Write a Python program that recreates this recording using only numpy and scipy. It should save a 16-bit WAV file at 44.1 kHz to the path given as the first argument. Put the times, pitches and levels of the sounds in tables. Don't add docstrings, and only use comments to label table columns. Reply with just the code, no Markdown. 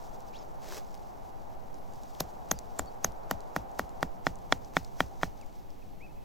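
import sys
import numpy as np
from scipy import signal
from scipy.fft import rfft, irfft, next_fast_len
from scipy.io import wavfile
from scipy.ndimage import map_coordinates

SR = 44100
rng = np.random.default_rng(int(sys.argv[2]) if len(sys.argv) > 2 else 0)


def log_audio(samples):
    frames = np.atleast_2d(samples).T
    limited = np.clip(frames, -1, 1)
    pcm = np.round(limited * 32767).astype(np.int16)
    wavfile.write(sys.argv[1], SR, pcm)


def gain_from_db(level_db):
    decades = np.asarray(level_db, float) / 20
    return 10 ** decades


N = 275184


def unit(x):
    return x / np.sqrt(np.mean(x ** 2) + 1e-20)


def curve(rows):
    s, value = np.transpose(rows)
    return np.interp(np.arange(N) / SR, s, value)


def wobble(rate_hz):
    knots = rng.standard_normal(int(N * rate_hz / SR) + 4)
    return map_coordinates(knots, [np.arange(N) * rate_hz / SR])


def filtered(x, response):
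    m = next_fast_len(x.shape[-1] + 8192)
    spectrum = rfft(x, m) * response(np.fft.rfftfreq(m, 1 / SR))
    return irfft(spectrum, m)[..., :x.shape[-1]]


def coloured(x, points):
    hz, db = np.transpose(points)
    return filtered(x, lambda f: gain_from_db(np.interp(np.log(f + 1), np.log(hz + 1), db, left=-120, right=-120)))


def noise(points, n=N):
    return unit(coloured(rng.standard_normal(n), points))


def add(track, s, sound):
    part = track[round(s * SR):][:len(sound)]
    part += sound[:len(part)]


# [t/s, level/dB]
FAR_DRONE = [
    (0.0, -50.5),
    (1.4, -53.5),
    (2.4, -50.5),
    (3.45, -48.5),
    (4.3, -53.5),
    (5.3, -55.5),
    (5.9, -60.5),
    (6.24, -59.5),
]
# [f/Hz, density/dB per Hz]
DRONE_SPECTRUM = [(210, -23), (350, -11), (590, -5), (793, 0.5), (1120, -12.5), (1910, -27.5), (3000, -41),
                  (6600, -110)]
# [f/Hz, density/dB per Hz]
RUMBLE_SPECTRUM = [(3, 9), (15, -2.5), (40, -12), (100, -16.5), (200, -18), (400, -23.5), (900, -34)]
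# [f/Hz, density/dB per Hz]
HISS_SPECTRUM = [(1200, -5), (2200, -0.5), (6500, -10), (8000, -12), (9700, -16), (12500, -7), (16000, -12)]
# [f/Hz, density/dB per Hz]
SIDE_HISS_SPECTRUM = [(1200, -32), (2200, 5), (6000, -5), (7300, -14.5), (11400, -4.5), (16000, -5)]


def air():
    wind_db = -55
    swell = gain_from_db(curve(FAR_DRONE) + wobble(4.65))
    gust = gain_from_db(wind_db + 0.79 * wobble(3.24))
    mid = swell * noise(DRONE_SPECTRUM)
    mid += gain_from_db(7) * gust * noise(RUMBLE_SPECTRUM)
    mid += gain_from_db(-69.0) * noise(HISS_SPECTRUM)
    side = gain_from_db(3) * swell * noise(DRONE_SPECTRUM)
    side += gain_from_db(9.5) * gust * noise(RUMBLE_SPECTRUM)
    side += gain_from_db(-76.5) * noise(SIDE_HISS_SPECTRUM)
    return mid, side


# [t/s, level/dB]
RUSTLE_LEVEL = [
    (0.0, -64.5),
    (0.4, -68),
    (0.9, -67.5),
    (1.7, -72),
    (2.1, -64.5),
    (3.1, -72.5),
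    (3.8, -69.5),
    (4.3, -72),
    (4.95, -66.5),
    (6.24, -75.5),
]
# [f/Hz, density/dB per Hz]
GRIT_SPECTRUM = [(1500, -22), (3500, -2.5), (6000, 2.5), (8000, -4.5), (9500, -13), (12500, -7),
                 (16000, -9.5)]
# [t/s, peak level/dB, ping f/Hz]
STEM_SNAPS = [(0.2055, -51, 6450), (0.9433, -42, 4750), (1.7429, -48, 5960), (1.936, -47, 6600),
              (2.0343, -46, 6260), (2.1497, -47, 3010), (2.589, -33.5, 6300), (2.8594, -50, 6000),
              (3.1203, -49, 6330), (3.4057, -47, 6000), (3.715, -51, 6300), (3.893, -48, 6150),
              (4.3562, -47, 6490), (4.388, -53, 6430), (4.6468, -48, 5700), (4.8319, -52, 7410),
              (4.8473, -41, 5550), (5.413, -46.5, 6270), (5.4635, -53.5, 6800), (5.704, -49.5, 4940)]
# [t/s,
# peak level/dB, body level/dB]
TOUCHES = [(.707, -52, 10.5), (0.7233, -42, 7), (.735, -48.5, 6), (0.745, -47, -2), (.759, -50, 0.5),
           (0.776, -49, 5), (.799, -61, -9), (0.809, -61, -7), (.951, -55, 1), (2.201, -40, 7),
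           (2.2035, -45, 14), (2.4884, -56, 6), (4.0084, -55, -2), (4.2503, -53, -14), (4.7367, -56, 6.5),
           (5.2141, -58, 13), (5.244, -50, 8), (5.256, -57, 2)]


def grass():
    sweep_s, touch_s, hold_s = 0.733, 0.63, 0.049
    sweep_db, rise_db_per_s, fall_db_per_s = -49.5, 75, 500
    body = [(300, 5), (700, -1), (2200, -9), (3500, -24)]

    rub_db = curve(RUSTLE_LEVEL) + 1.3 * wobble(6)
    late_s = np.arange(N) / SR - sweep_s
    outside_s = np.maximum(late_s - hold_s, 0) + np.maximum(touch_s - sweep_s - late_s, 0)
    push_db = sweep_db + rise_db_per_s * np.minimum(late_s, 0) - fall_db_per_s * outside_s
    rub_clumps_db = 2 * wobble(40) + 3 * wobble(700)
    sweep_clumps_db = 1.2 * wobble(50) + 3 * wobble(1100)
    rub, sweep = rng.standard_normal((2, N)) * gain_from_db([rub_clumps_db, sweep_clumps_db])
    out = gain_from_db(rub_db) * unit(coloured(rub, GRIT_SPECTRUM))
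    out += gain_from_db(push_db) * (unit(coloured(sweep, GRIT_SPECTRUM)) + unit(coloured(sweep, body)))

    t = np.arange(400) / SR
    for s, db, hz in STEM_SNAPS:
        ping = noise([(0.4 * hz, -20), (1.2 * hz, 0), (1.0 * hz, 0), (1.88 * hz, -20)], len(t))
        snap = ping + gain_from_db(-7) * noise(GRIT_SPECTRUM, len(t))
        add(out, s, gain_from_db(db - 2 - 60 * t / .009) * snap)
    for s, db, body_db in TOUCHES:
        brush = noise(GRIT_SPECTRUM, len(t)) + gain_from_db(body_db) * noise(body, len(t))
        add(out, s, gain_from_db(db + 3.5 - 60 * t / 0.0094) * brush)
    return out


def guy_line():
    start_s, rise_s, sag_s, fade_s = .325, .065, 0.049, .012
    low_hz, top_hz, sag_hz_per_s = 2200, 5450, 13000
    level_db, tight_db, tight_s = -61.5, 9, 0.0072

    t = np.arange(N) / SR - start_s - rise_s
    rise = np.clip(1 + t / rise_s, 0, 1) ** 1.6
    hz = low_hz + (top_hz - low_hz) * rise - sag_hz_per_s * np.clip(t, 0, sag_s)
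    on = np.clip(np.minimum(t + rise_s, sag_s - t) / fade_s, 0, 1)
    db = level_db + tight_db * np.exp(-(t / tight_s) ** 2)
    phase = 2 * np.pi * np.cumsum(hz) / SR
    fuzz = (.55 + .85 * unit(wobble(600))) * np.sin(phase)
    fuzz += gain_from_db(-7) * (hz / 5300) ** 3 * unit(wobble(900)) * np.sin(1.26 * phase)
    fuzz += gain_from_db(-3 + level_db - db) * noise([(1500, -10), (2500, -2), (5000, -3), (7500, -11)])
    return on * gain_from_db(db + 1 + 2.5 * wobble(80)) * fuzz


def whistle(hz, db):
    waver_hz = 30
    t = np.arange(len(hz)) / SR
    edge = np.clip(np.minimum(t, t[-1] - t) / 0.0031, 0, 1)
    phase = 2 * np.pi * np.cumsum(hz + waver_hz * wobble(305)[:len(t)]) / SR
    return np.sqrt(2) * edge * gain_from_db(db + 2.5 * wobble(124)[:len(t)]) * np.sin(phase)


# [t/s, length/s, first f/Hz, last f/Hz, peak level/dB]
BIRD_NOTES = [
    (1.76, .06, 10550, 10400, -79),
    (2.554, 0.04, 5100, 4480, -62),
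    (2.86, 0.037, 4660, 4300, -62),
    (5.411, 0.01, 2830, 2450, -59),
    (5.421, .02, 2580, 2000, -64),
    (5.819, 0.014, 2700, 2400, -64),
]
# [delay t/s, level/dB]
TRUNK_ECHOES = [
    (.058, -14),
    (.128, -21),
    (.17, -20),
]


def birds():
    edge_db = 9
    call_s, call_length_s, top_s, loud_s = 5.996, .074, .05, 0.046
    top_hz, bend_hz_per_s2, call_db, bend_db_per_s2 = 2610, 340000, -55, 9000

    out = np.zeros(N)
    for s, length_s, first_hz, last_hz, db in BIRD_NOTES:
        u = np.arange(0, length_s, 1 / SR) / length_s
        add(out, s, whistle(first_hz + (last_hz - first_hz) * u, db - edge_db * (2 * u - 1) ** 2))
    t = np.arange(0, call_length_s, 1 / SR)
    hz = top_hz - bend_hz_per_s2 * (t - top_s) ** 2
    db = call_db - bend_db_per_s2 * (t - loud_s) ** 2
    for delay_s, echo_db in [(0, 0)] + TRUNK_ECHOES:
        add(out, call_s + delay_s, whistle(hz, db + echo_db))
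    return out


# [peak t/s, squeal level/dB, squeal f/Hz, lead t/ms, grit level/dB]
STEEL_SKIDS = [(2.2054, -27.5, 5440, 1.9, -24), (2.5151, -19.5, 6330, 3.55, -26),
               (2.7941, -30, 7540, 5.2, -38.5), (3.0459, -20, 6330, 2.7, -29), (3.3111, -37, 5900, .9, -25),
               (3.5645, -44, 6400, 3.9, -37.5), (3.7947, -46, 6270, 5.9, -35.5),
               (4.0296, -37.5, 6500, 2.2, -38.5), (4.2679, -37.5, 6360, 1.3, -55),
               (4.5238, -34, 5860, 2.9, -51), (4.7674, -39, 6800, 1.8, -43), (5.0040, -57, 5140, 0.98, -35),
               (5.2327, -39, 6600, 1.1, -46)]
# [f/Hz, t60/s]
BLADE_MODES = [
    (12210, .05),
    (13150, .05),
]
# [f/Hz, density/dB per Hz]
SPARK_SPECTRUM = [(1500, -14), (3500, -0.5), (6500, 5.5), (8500, -11.5), (11000, -1), (14500, 2.5),
                  (16500, -20)]


def skids():
    swish_ms, settle_ms = 10.7, 23.2
    stem_body = [(800, -11), (1500, -3), (3000, -6), (4500, -30)]

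    out = np.zeros((2, N))
    t = np.arange(SR // 5) / SR - .06
    n = len(t)
    for (s, squeal_db, hz, lead_ms, grit_db), (*_, spread, shake_db) in zip(STEEL_SKIDS, STAKE_BLOWS):
        start_s, lead_s = s + t[0], lead_ms / 1000
        stroke = np.where(t < 0, gain_from_db(9 * t / lead_s) * (t > -lead_s), np.exp(-np.abs(t) / 0.0016))
        width_hz = np.interp(squeal_db, [-30, -18], [2200, 700])

        def resonance(f):
            return (1j * f * width_hz / (hz * hz - f * f + 1j * f * width_hz)) ** 2

        ring = np.zeros(n)
        for (mode_hz, t60), mode_db in zip(BLADE_MODES, (0, -6)):
            ring += gain_from_db(mode_db - 60 * t / t60) * np.sin(2 * np.pi * mode_hz * t) * (t > 0)
        add(out[0], start_s, gain_from_db(.7 * (squeal_db + grit_db)) * ring)

        for track, share, bright_db in zip(out, (np.cos(spread), np.sin(spread)), (0, 4)):
            squeal = gain_from_db(squeal_db) * unit(filtered(rng.standard_normal(n), resonance))
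            grit = gain_from_db(grit_db + bright_db) * noise(SPARK_SPECTRUM, n)
            add(track, start_s, share * stroke * (squeal + grit))

        halo = gain_from_db(shake_db) * np.exp(-np.abs(t) * 1000 / np.where(t < 0, swish_ms, settle_ms))
        stems = noise(GRIT_SPECTRUM, n) + gain_from_db(-3) * noise(stem_body, n)
        add(out[0], start_s, halo * stems)
    return out


# [deepest push t/s, level/dB, hard ring level/dB, noise angle from mid to side/rad, tuft shake level/dB]
STAKE_BLOWS = [(2.2077, -19, -28, 0.12, -52), (2.5155, -13, -10, 0.25, -52),
               (2.7949, -15.5, -21.5, 0.33, -53), (3.0468, -13, -25, 0.02, -49.5),
               (3.3128, -12, -31, 0.02, -52), (3.5642, -11.5, -24, 0.03, -53.5),
               (3.7950, -11.5, -34, 0.24, -52.5), (4.0295, -10, -17, 0.04, -54.5),
               (4.2684, -7.5, -12.5, 0.5, -50), (4.5248, -4.5, -6.5, 0.9, -50),
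               (4.7686, -6.5, -13, 0.11, -47), (5.0057, -6, -12, 0, -47), (5.2332, -8.5, -18, .02, -48)]
# [f/Hz, level/dB, t60/s, side of the node/sign]
WOOD_MODES = [(156, -20, .027, 1), (264, -19, .035, 1), (795, -14.7, .029, -1), (935, -11, .019, -1),
              (1426, 1.7, .0085, -1), (1901, 10.8, .0075, -1), (2421, 12.4, .004, -1),
              (3910, 24.2, .003, 1)]
# [f/Hz, level/dB, t60/s]
HARD_MODES = [(2230, -4, .008), (2700, -10, .008), (3400, 0, .008), (3950, -5, .007), (4950, -11, .008),
              (5650, -12, .008), (6900, -17, .006)]
# [delay t/s, f/Hz, level/dB, half length/s]
SOIL_WAVES = [
    (.0085, 200, -37.5, 0.0062),
    (.0255, 163, -46.5, 0.0066),
    (0.0417, 75, -40, .008),
    (.0605, 55, -44, .011),
]
# [f/Hz, density/dB per Hz]
CLOD_SPECTRUM = [(45, 3), (100, 0), (200, 6.5), (350, -9), (500, -6)]


def blows():
    contact_ms, soft_contact_ms = 0.087, 0.097
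    firms, softens = 0.12, 3.1
    grain_scatter = .03
    soil_db = 0.2

    out = np.zeros(N)
    t = np.arange(SR // 10) / SR
    for s, db, hard_db, *_ in STAKE_BLOWS:
        dwell_ms = contact_ms * gain_from_db(-firms * (db + 9.5)) + soft_contact_ms * gain_from_db(-softens * (db + 19.5))
        u = t[:200] * 1000 / dwell_ms
        force = u ** 5 * np.exp(-u)
        wavelet = np.gradient(np.gradient(force))

        loose_db = -7 * np.clip((4.3 - s) / 0.57, 0, 1)
        ring = np.zeros(len(t))
        for hz, level_db, t60, side in WOOD_MODES:
            mode_db = level_db + loose_db * (hz < 300)
            ring += side * gain_from_db(mode_db - 60 * t / t60) * np.sin(2 * np.pi * hz * t)
        knock = np.convolve(force / force.sum(), ring)[:len(t)]
        knock[:200] += gain_from_db(-5.9) * wavelet / -wavelet.min()
        knock /= -knock.min()
        start_s = s - np.argmin(knock) / SR
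        add(out, start_s, gain_from_db(db) * knock)
        add(out, start_s + .00237, -gain_from_db(db - 13.2) * knock)

        hard = np.zeros(len(t))
        for hz, level_db, t60 in HARD_MODES:
            mode_db = level_db + rng.normal(0, 2.5)
            mode_hz = hz * rng.normal(1, grain_scatter)
            hard += gain_from_db(mode_db - 60 * t / t60) * np.sin(2 * np.pi * mode_hz * t)
        add(out, s - .0004, gain_from_db(db + hard_db) * hard * (1 - np.exp(-t / .00012)))

        shake = gain_from_db(-37.5 - 60 * t / 0.14) * noise(CLOD_SPECTRUM, len(t))
        for delay_s, hz, level_db, half_s in SOIL_WAVES:
            late = t - delay_s
            packet = np.cos(2 * np.pi * hz * late) * np.exp(-(late / half_s) ** 2)
            shake += gain_from_db(level_db + rng.normal(0, 2.1)) * packet
        add(out, s, gain_from_db(soil_db) * shake * (1 - np.exp(-t / 0.00022)))
    return out


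def scene():
    mid, side = air()
    skid, skid_side = skids()
    near = grass() + guy_line() + birds() + skid + blows()
    side = side + skid_side + gain_from_db(-45) * np.roll(near, 20)
    return np.array([mid + near + side, mid + near - side])


def low_pass(x):
    return signal.sosfilt(signal.butter(12, 17000, fs=SR, output="sos"), x)


def record(dry):
    top_hz, offset = 16700, -.0005
    mix = filtered(dry, lambda hz: hz < top_hz) + offset
    return low_pass(mix)


dry = scene()
out = record(dry)
log_audio(out)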